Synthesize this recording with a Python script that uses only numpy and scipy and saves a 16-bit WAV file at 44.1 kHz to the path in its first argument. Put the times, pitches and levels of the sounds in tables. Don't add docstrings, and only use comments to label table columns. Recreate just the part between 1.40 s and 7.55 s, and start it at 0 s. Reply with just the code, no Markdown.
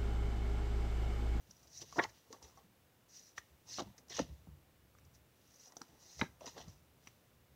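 import sys
import numpy as np
from scipy import signal
from scipy.io import wavfile
from scipy.ndimage import uniform_filter1d

SR = 44100
rng = np.random.default_rng(int(sys.argv[2]) if len(sys.argv) > 2 else 0)


def gain_from_db(level_db):
    decades = np.asarray(level_db, float) / 20
    return 10 ** decades


def inscribe(sig):
    pcm = np.round(np.clip(np.atleast_2d(sig).T, -1, 1) * 32767)
    wavfile.write(sys.argv[1], SR, pcm.astype(np.int16))


N = 271347

# frequency in Hz, density in dB per Hz.
FIBRE_SPECTRUM = [(2600, -30.5), (3600, -21.5), (4050, -14.5), (4450, -18), (4800, -10.5), (5100, -10),
                  (5550, -8.5), (5850, -0.5), (6150, -6.5), (6600, -11), (6950, -14.5), (7450, -23),
                  (8640, -31.5), (11700, -43)]
# start in seconds, peak in dB,
# low ring in Hz, high ring in Hz, decay t60 in seconds.
BUCKLING_SNAPS = [(0.5814, -27.5, 534, 897, 0.048), (0.586, -22.5, 492, 1415, 0.029),
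                  (.589, -20, 737, 1827, 0.029), (.593, -20.5, 529, 1930, 0.018),
                  (0.5955, -21.5, 915, 1770, 0.027), (2.3828, -34, 630, 1200, 0.023),
                  (2.3917, -36, 378, 1124, 0.045), (2.4, -28, 286, 900, 0.014),
                  (2.789, -26, 510, 1280, .01), (2.791, -30.5, 920, 1850, 0.013),
                  (2.795, -28, 519, 490, 0.032), (4.7925, -42.5, 655, 2045, .03),
                  (4.8116, -25.5, 1220, 1986, 0.029), (4.8139, -30, 407, 1560, 0.023)]


def evened(x):
    return x / np.sqrt(np.mean(x ** 2) + 1e-20)


def read(points, hz):
    f, value = np.transpose(points)
    return np.interp(np.log(hz + 1), np.log(f + 1), value)


def colour(x, points, size=4096):
    gain_db = np.maximum(read(points, np.fft.rfftfreq(size, 1 / SR)), -100)
    log_gain = np.log(gain_from_db(gain_db))
    full = np.concatenate([log_gain, log_gain[-2:0:-1]])
    taps = np.fft.ifft(np.exp(np.conj(signal.hilbert(full)))).real
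    return signal.oaconvolve(x, taps / np.linalg.norm(taps))[:len(x)]


def add(mix, s, sound):
    part = mix[round(s * SR):][:len(sound)]
    part += sound[:len(part)]


def crackle(per_s, spread_db, clump_db):
    slow_noise = uniform_filter1d(rng.standard_normal(N), size=250)
    clumps = evened(uniform_filter1d(slow_noise, size=250))
    sizes = gain_from_db(spread_db * np.minimum(rng.exponential(1, N), 4) + clump_db * clumps)
    clicks = rng.standard_normal(N) * (rng.random(N) < per_s / SR)
    return evened(sizes * clicks)


def patchy(x, patchy_db, size=256):
    z = signal.stft(x, nperseg=size)[2]
    patches = uniform_filter1d(rng.standard_normal(z.shape), size=8, axis=1)
    patches = evened(uniform_filter1d(patches, size=2, axis=0))
    return evened(signal.istft(z * gain_from_db(patchy_db * patches), nperseg=size)[1][:N])


def swells(peak_s, db, rise_s, fall_s, rounding=1):
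    swell_db = 20
    power, t = np.zeros(N), np.arange(N) / SR
    for s, level_db, rise, fall in zip(peak_s, db, rise_s + 0.0031, fall_s + 1e-3):
        near = slice(max(round((s - 3 * rise) * SR), 0), round((s + 3 * fall) * SR))
        late = t[near] - s
        distance = np.maximum(late / fall, -late / rise)
        power[near] += gain_from_db(level_db - swell_db * distance ** rounding) ** 2
    return uniform_filter1d(np.sqrt(power), size=100)


def sliding():
    # peak in seconds,
    # level in dB, rise in seconds, fall in seconds, pressure in dB.
    drags = [(0.374, -51.5, 0.076, 0.087, -15.5), (0.42, -52.5, 0.019, 0.015, -1.5),
             (0.5, -61.5, 0.11, 0.27, -5), (0.578, -52.5, 0.041, 0.041, -10),
             (0.636, -49.5, 0.025, 0.018, -0.5), (1.695, -62.5, 0.0075, 0.11, -25),
             (1.755, -55, 0.035, 0.11, -12), (1.87, -63, 0.051, 0.075, -11),
             (2.305, -53.5, 0.045, .03, -9.5), (2.335, -47, 0.039, 0.032, -9),
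             (2.365, -47.5, 0.03, 0.03, -11), (2.382, -47.5, 0.019, .012, -4),
             (2.398, -44, 0.01, 0.013, -1.5), (2.423, -57.5, .01, 0.014, 3), (2.45, -74.5, 0.033, 0.15, 2),
             (2.703, -52, 0.0069, 0.068, -5), (2.725, -55, .015, .03, 2), (2.752, -48.5, .02, .025, -1),
             (2.772, -45.5, 0.015, 0.029, -1.5), (2.795, -49, 0.013, 0.036, 3),
             (2.825, -58, .03, 0.04, -1.5), (4.05, -77, 0.16, 0.25, 0), (4.12, -68.5, 0.055, .08, -11),
             (4.265, -59.5, 0.14, 0.049, -11.5), (4.62, -63, 0.033, 0.32, -10.5),
             (4.75, -57.5, 0.16, 0.12, -12), (4.795, -49.5, 0.021, 0.063, -12),
             (4.845, -64.5, 0.059, 0.046, -4)]
    # peak in seconds, level in dB,
    # rise in seconds, fall in seconds, pressure in dB.
    brushes = [(0.1, -72, 0.016, .03, 1), (0.27, -71.5, 0.77, 0.044, -6), (0.77, -70, 0.14, 0.16, 0),
               (0.932, -62.5, 0.067, 0.099, -5.5), (1.028, -58.5, 0.0052, 0.13, -5.5),
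               (1.174, -74, 0.073, 0.12, 0.5), (1.98, -52, 0.016, 0.023, -2), (2.03, -76.5, .05, 0.26, 2),
               (2.86, -70.5, .03, 0.22, 2), (3.752, -61.5, 0.016, 0.024, -17), (4.42, -71, .05, 0.46, -3),
               (5.066, -47.5, 0.012, 0.075, -5), (5.035, -63, 0.03, .04, 1),
               (5.18, -55.5, 0.03, 0.097, -0.5), (5.215, -63, .02, .03, 6), (5.288, -63.5, 0.037, 0.13, -6),
               (5.64, -74, 0.066, 0.28, 1)]
    # peak in seconds, level in dB,
    # rise in seconds, fall in seconds.
    flexes = [(0.27, -67.5, .25, 0.054), (0.425, -58, 0.029, 0.035), (0.53, -67, 0.37, .1),
              (0.596, -32, 0.022, 0.049), (.635, -38, .02, .02), (0.652, -42, .02, 0.017),
              (0.69, -64.5, .03, 0.21), (0.936, -54, 0.077, 0.091), (1.024, -56.5, .02, 0.21),
              (1.19, -62, .03, 0.11), (1.984, -60, .015, 0.042), (2.04, -72, .05, 0.13),
              (2.3, -62, 0.16, 0.27), (2.394, -33.5, 0.012, 0.035), (2.46, -64.5, .05, 0.74),
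              (2.704, -53.5, 0.0084, 0.29), (2.797, -35.5, 0.008, 0.027), (2.785, -49, .01, .01),
              (1.78, -72, 0.087, 0.13), (2.86, -73, 0.044, .12), (3.072, -62.5, .003, 0.08),
              (4.3, -61.5, 0.084, 0.44), (4.417, -51, 0.024, 0.013), (4.5, -65.5, 0.24, 0.72),
              (4.7, -67, 0.19, 0.29), (4.815, -26, 0.0047, 0.021), (4.84, -49, .015, 0.029),
              (0.567, -37.5, 0.0058, 0.043), (5.035, -57, 0.022, .05), (4.89, -64, .05, 0.16),
              (5.072, -48, 0.033, 0.052), (5.015, -57.5, 0.0055, .15), (5.178, -45, 0.035, 0.088),
              (5.288, -57, 0.049, 0.063), (5.68, -65, 0.15, 0.12)]
    # frequency in Hz, density in dB per Hz.
    pressed_spectrum = [(880, -39), (1500, -15), (1930, -3), (2350, -13), (2750, -2), (3300, -1.5),
                        (4000, -3), (4420, -8), (4750, -11.5), (5000, -17), (6500, -35), (11000, -120)]
    # frequency in Hz, density in dB per Hz.
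    body_spectrum = [(110, -21), (180, -5), (323, 2), (529, 2), (939, 0), (1270, -7), (1450, -12.5),
                     (2000, -13), (2600, -53.5), (4400, -120)]
    # frequency in Hz, density in dB per Hz.
    fast_spectrum = [(3000, -30), (4100, -10.5), (4500, -17.5), (4900, 1), (5400, -3), (6500, 0),
                     (7200, -8), (9000, -30.5)]

    slips = patchy(crackle(9000, 0.61, 0.67), patchy_db=1.8)
    fizz, scrape = np.zeros((2, N))
    for rows, rounding in (drags, 1.87), (brushes, 1):
        s, db, rise, fall, pressure_db = np.transpose(rows)
        fizz = np.hypot(fizz, swells(s, db, rise, fall, rounding))
        scrape = np.hypot(scrape, swells(s, db + pressure_db, rise, fall, rounding))
    wide = gain_from_db(-12.5) * (fizz * gain_from_db(46)) ** 0.25 * colour(slips, fast_spectrum)
    surface = gain_from_db(-4.5) * fizz * (colour(slips, FIBRE_SPECTRUM) + wide)
    pressed = gain_from_db(-4.0) * scrape * colour(slips, pressed_spectrum)
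    rattle = patchy(crackle(2500, 1.77, 2.4), patchy_db=4.0, size=512)
    body = gain_from_db(-7.5) * swells(*np.transpose(flexes)) * colour(rattle, body_spectrum)
    return surface + pressed + body


def streaks():
    # middle in seconds, peak in dB, pitch in Hz, length in seconds.
    streak_table = [(.572, -53, 6000, 0.022), (0.576, -49, 5200, 0.011), (.586, -47, 5300, .01),
                    (0.628, -51, 3000, .025), (0.6393, -43, 6680, .008), (.64, -43, 5260, .012),
                    (0.641, -40, 2040, .008), (0.638, -42.5, 5850, 0.012), (.639, -40, 4480, .008),
                    (.641, -38, 2900, .008), (0.654, -45, 1996, .015), (.38, -50.5, 5880, .05),
                    (1.759, -60, 5900, .05), (1.795, -51, 5900, .012), (1.89, -58.5, 5800, .02),
                    (1.984, -52, 5850, 0.027), (2.3, -50, 5900, .025), (2.303, -54, 3720, 0.019),
                    (2.318, -46, 5200, 0.035), (2.342, -42, 4310, 0.01), (2.351, -46, 5480, .01),
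                    (2.362, -44, 5200, 0.022), (2.386, -50, 3970, 0.036), (2.393, -41, 5240, .01),
                    (2.403, -47, 6620, 0.0082), (2.407, -43, 3710, 0.011), (2.703, -46, 5740, .02),
                    (2.708, -53, 4200, .02), (2.722, -53.5, 2020, 0.021), (2.724, -51, 3780, .015),
                    (2.742, -50.5, 3220, 0.026), (2.75, -43.5, 5900, .02), (2.77, -43, 6320, 0.019),
                    (2.777, -48, 2890, .035), (2.779, -48, 5340, .01), (2.793, -42, 5950, 0.01),
                    (4.078, -62.5, 5940, .012), (4.145, -61, 5900, 0.014), (4.16, -57, 6040, .012),
                    (4.207, -63, 5920, 0.042), (4.258, -54, 5900, .015), (4.281, -60, 5700, .015),
                    (4.8, -48, 4100, .012), (4.815, -41, 3110, .006), (4.842, -51.5, 2000, .05),
                    (4.863, -51, 1607, .015), (2.788, -38.5, 523, 0.016), (4.83, -52, 4030, 0.013),
                    (4.703, -64, 4140, .06), (0.649, -37, 892, 0.023), (5.213, -57.5, 5900, 0.048),
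                    (5.3, -66, 5800, .05)]
    out = np.zeros(N)
    for s, db, hz, length in streak_table:
        t = np.arange(0, length, 1 / SR)
        grain = uniform_filter1d(rng.standard_normal(4000), size=32)
        rough = 1 + 1.1 * evened(uniform_filter1d(grain, size=32))[:len(t)]
        tone = np.hanning(len(t)) * rough * np.sin(2 * np.pi * hz * t)
        add(out, s - t[-1] / 2, gain_from_db(db - 5.0) * tone)
    return out


def pops():
    # start in seconds, peak in dB,
    # low ring in Hz, high ring in Hz, decay t60 in seconds.
    flex_pops = [(.558, -42.5, 495, 943, 0.046), (.929, -51, 324, 1116, 0.069),
                 (1.171, -56, 767, 1100, 0.091), (2.703, -54, 362, 1970, 0.063),
                 (4.321, -57.5, 885, 1900, 0.016), (4.365, -47, 276, 710, 0.029),
                 (4.412, -49.5, 263, 1315, 0.032), (5.0075, -51, 586, 936, 0.054),
                 (5.041, -48.5, 513, 698, 0.098), (5.064, -49, 267, 1017, 0.12),
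                 (5.075, -42, 910, 4010, 0.03), (5.165, -53, 780, 1100, 0.045),
                 (5.6695, -47.5, 264, 1090, 0.017), (5.671, -54, 2070, 2930, 0.02)]
    # start in seconds, peak in dB, ring in Hz, decay t60 in seconds.
    single_rings = [(0.416, -49.5, 336, 0.077), (.524, -43, 1130, 0.034), (.602, -33, 1100, 0.07),
                    (.641, -42, 880, 0.035), (.903, -45.5, 452, 0.067), (1.976, -41.5, 1200, 0.032),
                    (1.9779, -31.5, 1810, 0.02), (2.419, -33.5, 253, 0.024), (2.46, -47.5, 200, 0.173),
                    (2.7943, -40, 333, 0.011), (2.799, -28, 254, 0.05), (2.815, -31.5, 167, 0.038),
                    (3.07, -50, 180, 0.059), (3.068, -60, 750, 0.016), (3.549, -57, 1193, 0.026),
                    (4.27, -57, 725, 0.057), (4.813, -26, 3990, 0.02), (4.8195, -43, 240, 0.03),
                    (4.836, -38, 249, 0.044), (5.015, -45, 590, 0.068)]
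    # start in seconds, peak in dB, ring in Hz,
    # decay t60 in seconds.
    desk_thuds = [(0.59, -46, 127, 0.11), (2.894, -41.5, 66.5, 0.27), (3.08, -49, 74.5, 0.29),
                  (4.85, -43, 170, 0.04), (0.409, -57.5, 130, 0.084), (4.815, -38, 121, 0.083),
                  (5.275, -45, 92, .12), (1.24, -62.5, 180, 0.24), (5.18, -52, 240, 0.093),
                  (0.087, -60, 185, 0.15), (2.6, -58, 140, .08), (2.1, -59.5, 70, 0.16),
                  (3.1, -61, 109, 0.082), (2.92, -43.5, 75, 0.15)]
    # frequency as a multiple of the main ring, level in dB.
    card_modes = [(0.621, -6), (0.899, -18.5), (1.002, 4.5), (1.167, -7.5), (1.9, -13)]

    out, t = np.zeros(N), np.arange(6000) / SR
    multiple, mode_db = np.transpose(card_modes)[:, :, None]
    rings = single_rings + desk_thuds
    for s, db, low, high, t60 in BUCKLING_SNAPS + flex_pops:
        rings = rings + [(s, db, low, t60), (s, db + 0.087, high, 1.09 * t60)]
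    for s, db, hz, t60 in rings:
        phase, detune = rng.random((2, len(card_modes), 1))
        cycles = hz * multiple * (.97 + 0.0746 * detune) * t + 0.53 * hz * 0 + 0.53 * phase
        modes = gain_from_db(mode_db - 60 * t / t60) * np.sin(2 * np.pi * cycles)
        onset = np.minimum(t / max(0.00075, 0.25 / hz), 1)
        add(out, s + 0.001648, gain_from_db(db - 6.5) * modes.sum(0) * onset)
    return signal.sosfilt(signal.butter(4, 4300, fs=SR, output="sos"), out)


def cracks():
    out, t = np.zeros(N), np.arange(3000) / SR
    for s, db, *_ in BUCKLING_SNAPS:
        decay = gain_from_db(db - 21 - 60 * t / .04)
        add(out, s + 0.00177, decay * rng.standard_normal(3000))
    return signal.sosfilt(signal.butter(5, [1200, 4000], "band", fs=SR, output="sos"), out)


def puffs():
    # pulse centre in seconds, peak in dB, pitch in Hz.
    puff_table = [(0.5837, -27, 330), (2.387, -44, 300), (2.401, -48, 230), (2.415, -41.5, 300),
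                  (2.436, -50, 190), (2.7972, -30, 330), (2.8009, -32.5, 300), (2.811, -37.5, 200),
                  (3.0725, -55, 600), (3.077, -53, 170), (3.089, -49, 129.7), (3.122, -53, 110),
                  (3.136, -53, 110), (4.814, -16, 1640), (4.8188, -29.5, 327), (4.8232, -25, 230),
                  (4.839, -41, 230), (4.855, -55, 120), (5.284, -48.5, 110)]
    out = np.zeros(N)
    for s, db, hz in puff_table:
        u = np.pi * np.arange(-1 / hz, 1 / hz, 1 / SR) * hz
        add(out, s - 1 / hz, gain_from_db(db) * (1 - 2 * u ** 2) * np.exp(-u ** 2))
    return out


def ticks():
    # start in seconds, peak in dB, decay t60 in seconds,
    # level of the duller part in dB, its pitch in Hz.
    knocks = [(0.5249, -40, 0.031, -24, 1090), (0.638, -37, 0.04, -10, 1810),
              (0.6915, -48.5, 0.07, -16, 1755), (0.9271, -35, 0.029, -14.5, 1030),
              (1.1722, -54, 0.042, -21.5, 1038), (1.9815, -35, 0.02, -6, 1610),
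              (2.58, -42.5, 0.049, -19, 1910), (2.7012, -44, 0.033, -13, 2040),
              (2.791, -28, 0.033, -15.5, 2760), (3.5855, -55.5, 0.021, -6, 1690),
              (3.65, -56, 0.027, -25, 1610), (3.7492, -60.5, 0.025, -11, 1610),
              (4.321, -44.5, 0.022, -26, 880), (4.4164, -25, 0.01, -17, 1220),
              (5.008, -49.5, 0.042, -10.5, 2700), (5.058, -41, 0.05, -18, 1060),
              (5.1792, -41, 0.038, -11, 1004), (5.2031, -51, 0.086, -20, 930),
              (5.281, -44.5, 0.03, -26, 920), (5.672, -41.5, 0.027, -8, 2390)]
    # start in seconds, peak in dB, decay t60 in seconds.
    dry_ticks = [(0.109, -39.5, 0.027), (0.167, -54, 0.02), (0.2295, -51, 0.076), (0.2716, -49.5, 0.066),
                 (0.4157, -34.5, 0.06), (1.0259, -40.5, 0.028), (2.6833, -45.5, 0.021),
                 (2.746, -34.5, 0.048), (4.1422, -48.5, 0.024), (4.235, -46, 0.036), (4.368, -30, 0.019),
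                 (4.7926, -34, 0.016), (2.765, -35, 0.071), (5.04, -53, .03), (2.2948, -46, 0.033),
                 (2.3354, -37, .02), (2.3785, -43, .025), (2.403, -36, .02), (2.716, -50, .03),
                 (4.275, -55.5, .02), (4.16, -51, .02)]
    bright, dull, t = np.zeros(N), np.zeros(N), np.arange(3000) / SR
    rows = knocks + [row + (-26.5, 1100) for row in dry_ticks]
    for s, db, t60, dull_db, hz in rows:
        noise = rng.standard_normal(3000)
        envelope = gain_from_db(db - 60 * t / t60) * np.minimum(t / 0.00034, 1)
        add(bright, s, envelope * noise)
        rough = 0.62 + 1.05 * evened(uniform_filter1d(noise, size=30))
        add(dull, s, gain_from_db(dull_db) * envelope * rough * np.sin(2 * np.pi * hz * t))
    return gain_from_db(-10.5) * colour(bright, FIBRE_SPECTRUM) + gain_from_db(2.0) * dull


def squeak():
    # start in seconds, peak in dB, pitch in Hz, length in seconds.
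    s, db, hz, length = (5.129, -73, 14030, .036)
    out, t = np.zeros(N), np.arange(0, length, 1 / SR)
    add(out, s, gain_from_db(db) * np.hanning(len(t)) ** .4 * np.sin(2 * np.pi * hz * t))
    return out


def bumps():
    # peak in seconds, level in dB, fall in seconds.
    bump_table = [(0.02, -52, 1), (0.25, -53, 0.22), (0.41, -44.5, .1), (0.53, -50.5, 0.29),
                  (0.665, -37, .05), (1.044, -47, .05), (1.14, -54.5, 0.55), (1.47, -60, 0.85),
                  (1.98, -54, 0.18), (2.14, -53, 0.074), (2.302, -48, 0.14), (2.462, -40.5, 0.15),
                  (2.74, -62, .06), (5.4, -48, 0.091), (.88, -57, .08), (2.82, -38, 0.29),
                  (2.916, -38.5, 0.12), (3.14, -45, 0.23), (3.4, -51, 0.5), (3.65, -48, 0.53),
                  (4.086, -55, 0.059), (4.52, -50, 0.081), (4.664, -53.5, 0.18), (4.815, -31, 0.064),
                  (4.87, -47, 0.22), (5.034, -53, 1), (5.17, -49, 0.15), (5.27, -36.5, 0.2),
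                  (5.65, -55.5, 0.79), (5.946, -52.5, 0.24), (6.14, -49.5, 0.13)]
    # frequency in Hz, density in dB per Hz.
    desk_spectrum = [(18, -51), (30, -13.5), (48, -7.5), (73, -1.5), (94, -8), (124, -6), (167, -12),
                     (216, -25), (350, -25.5), (460, -57), (770, -120)]
    s, db, fall = np.transpose(bump_table)
    rumble = colour(crackle(900, 0.75, 1.0), desk_spectrum, size=16384)
    return gain_from_db(-17.0) * swells(s, db, 0.59 * fall, fall) * rumble


def room(x):
    # frequency in Hz, decay t60 in seconds.
    room_decay = [(150, 0.2), (1000, 0.18), (6000, 0.18)]
    taps = np.zeros(SR // 2)
    at = np.arange(120, len(taps) - 20, 20)
    taps[at + rng.integers(0, 20, len(at))] = rng.choice([-1., 1.], len(at))
    hz, t, z = signal.stft(taps, SR, nperseg=256)
    decay = gain_from_db(-60 * t / read(room_decay, hz)[:, None])
    tail = signal.istft(z * decay, SR, nperseg=256)[1]
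    return signal.fftconvolve(x, tail / np.linalg.norm(tail))[:N]


def scene():
    cards = sliding() + ticks() + pops() + cracks() + puffs() + streaks()
    return (cards + gain_from_db(-14.5) * room(cards) + bumps() + squeak())[None]


def roll_off(x):
    return signal.sosfilt(signal.butter(12, 15850, fs=SR, output="sos"), x)


def record(dry):
    # frequency in Hz, density in dB per Hz.
    tone_spectrum = [(12, -26), (20, -9.5), (27, -28), (107, -6), (464, -13.5), (505, -11), (549, -13.5),
                     (784, -17), (871, -18), (3000, -23.5), (3900, -69.5), (6600, -120)]
    # frequency in Hz, density in dB per Hz.
    hiss_spectrum = [(1760, -28.5), (3000, -3), (3490, 0.5), (4600, -4), (4960, -3), (9630, -7),
                     (15600, -1.5)]
    # frequency in Hz, density in dB per Hz.
    grit_spectrum = [(3000, -11.5), (7000, -2), (9500, -6.5), (13000, -6), (15700, -4.5)]
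    cut = signal.sosfilt(signal.butter(4, 55, "high", fs=SR, output="sos"), dry)
    tone = gain_from_db(-72.0) * colour(rng.standard_normal(N), tone_spectrum, size=16384)
    hiss = gain_from_db(-74.5) * colour(rng.standard_normal(N), hiss_spectrum)
    treble_power = abs(uniform_filter1d(np.diff(cut[0], prepend=0) ** 2, size=1200))
    grit = gain_from_db(-48.5) * treble_power ** 0.19 * colour(rng.standard_normal(N), grit_spectrum)
    band_limit = signal.firwin(511, 15840, window=("kaiser", 9), fs=SR)
    mix = signal.oaconvolve(cut + tone + hiss + grit, band_limit[None], "same")
    return roll_off(mix)


dry = scene()
out = record(dry)
inscribe(out)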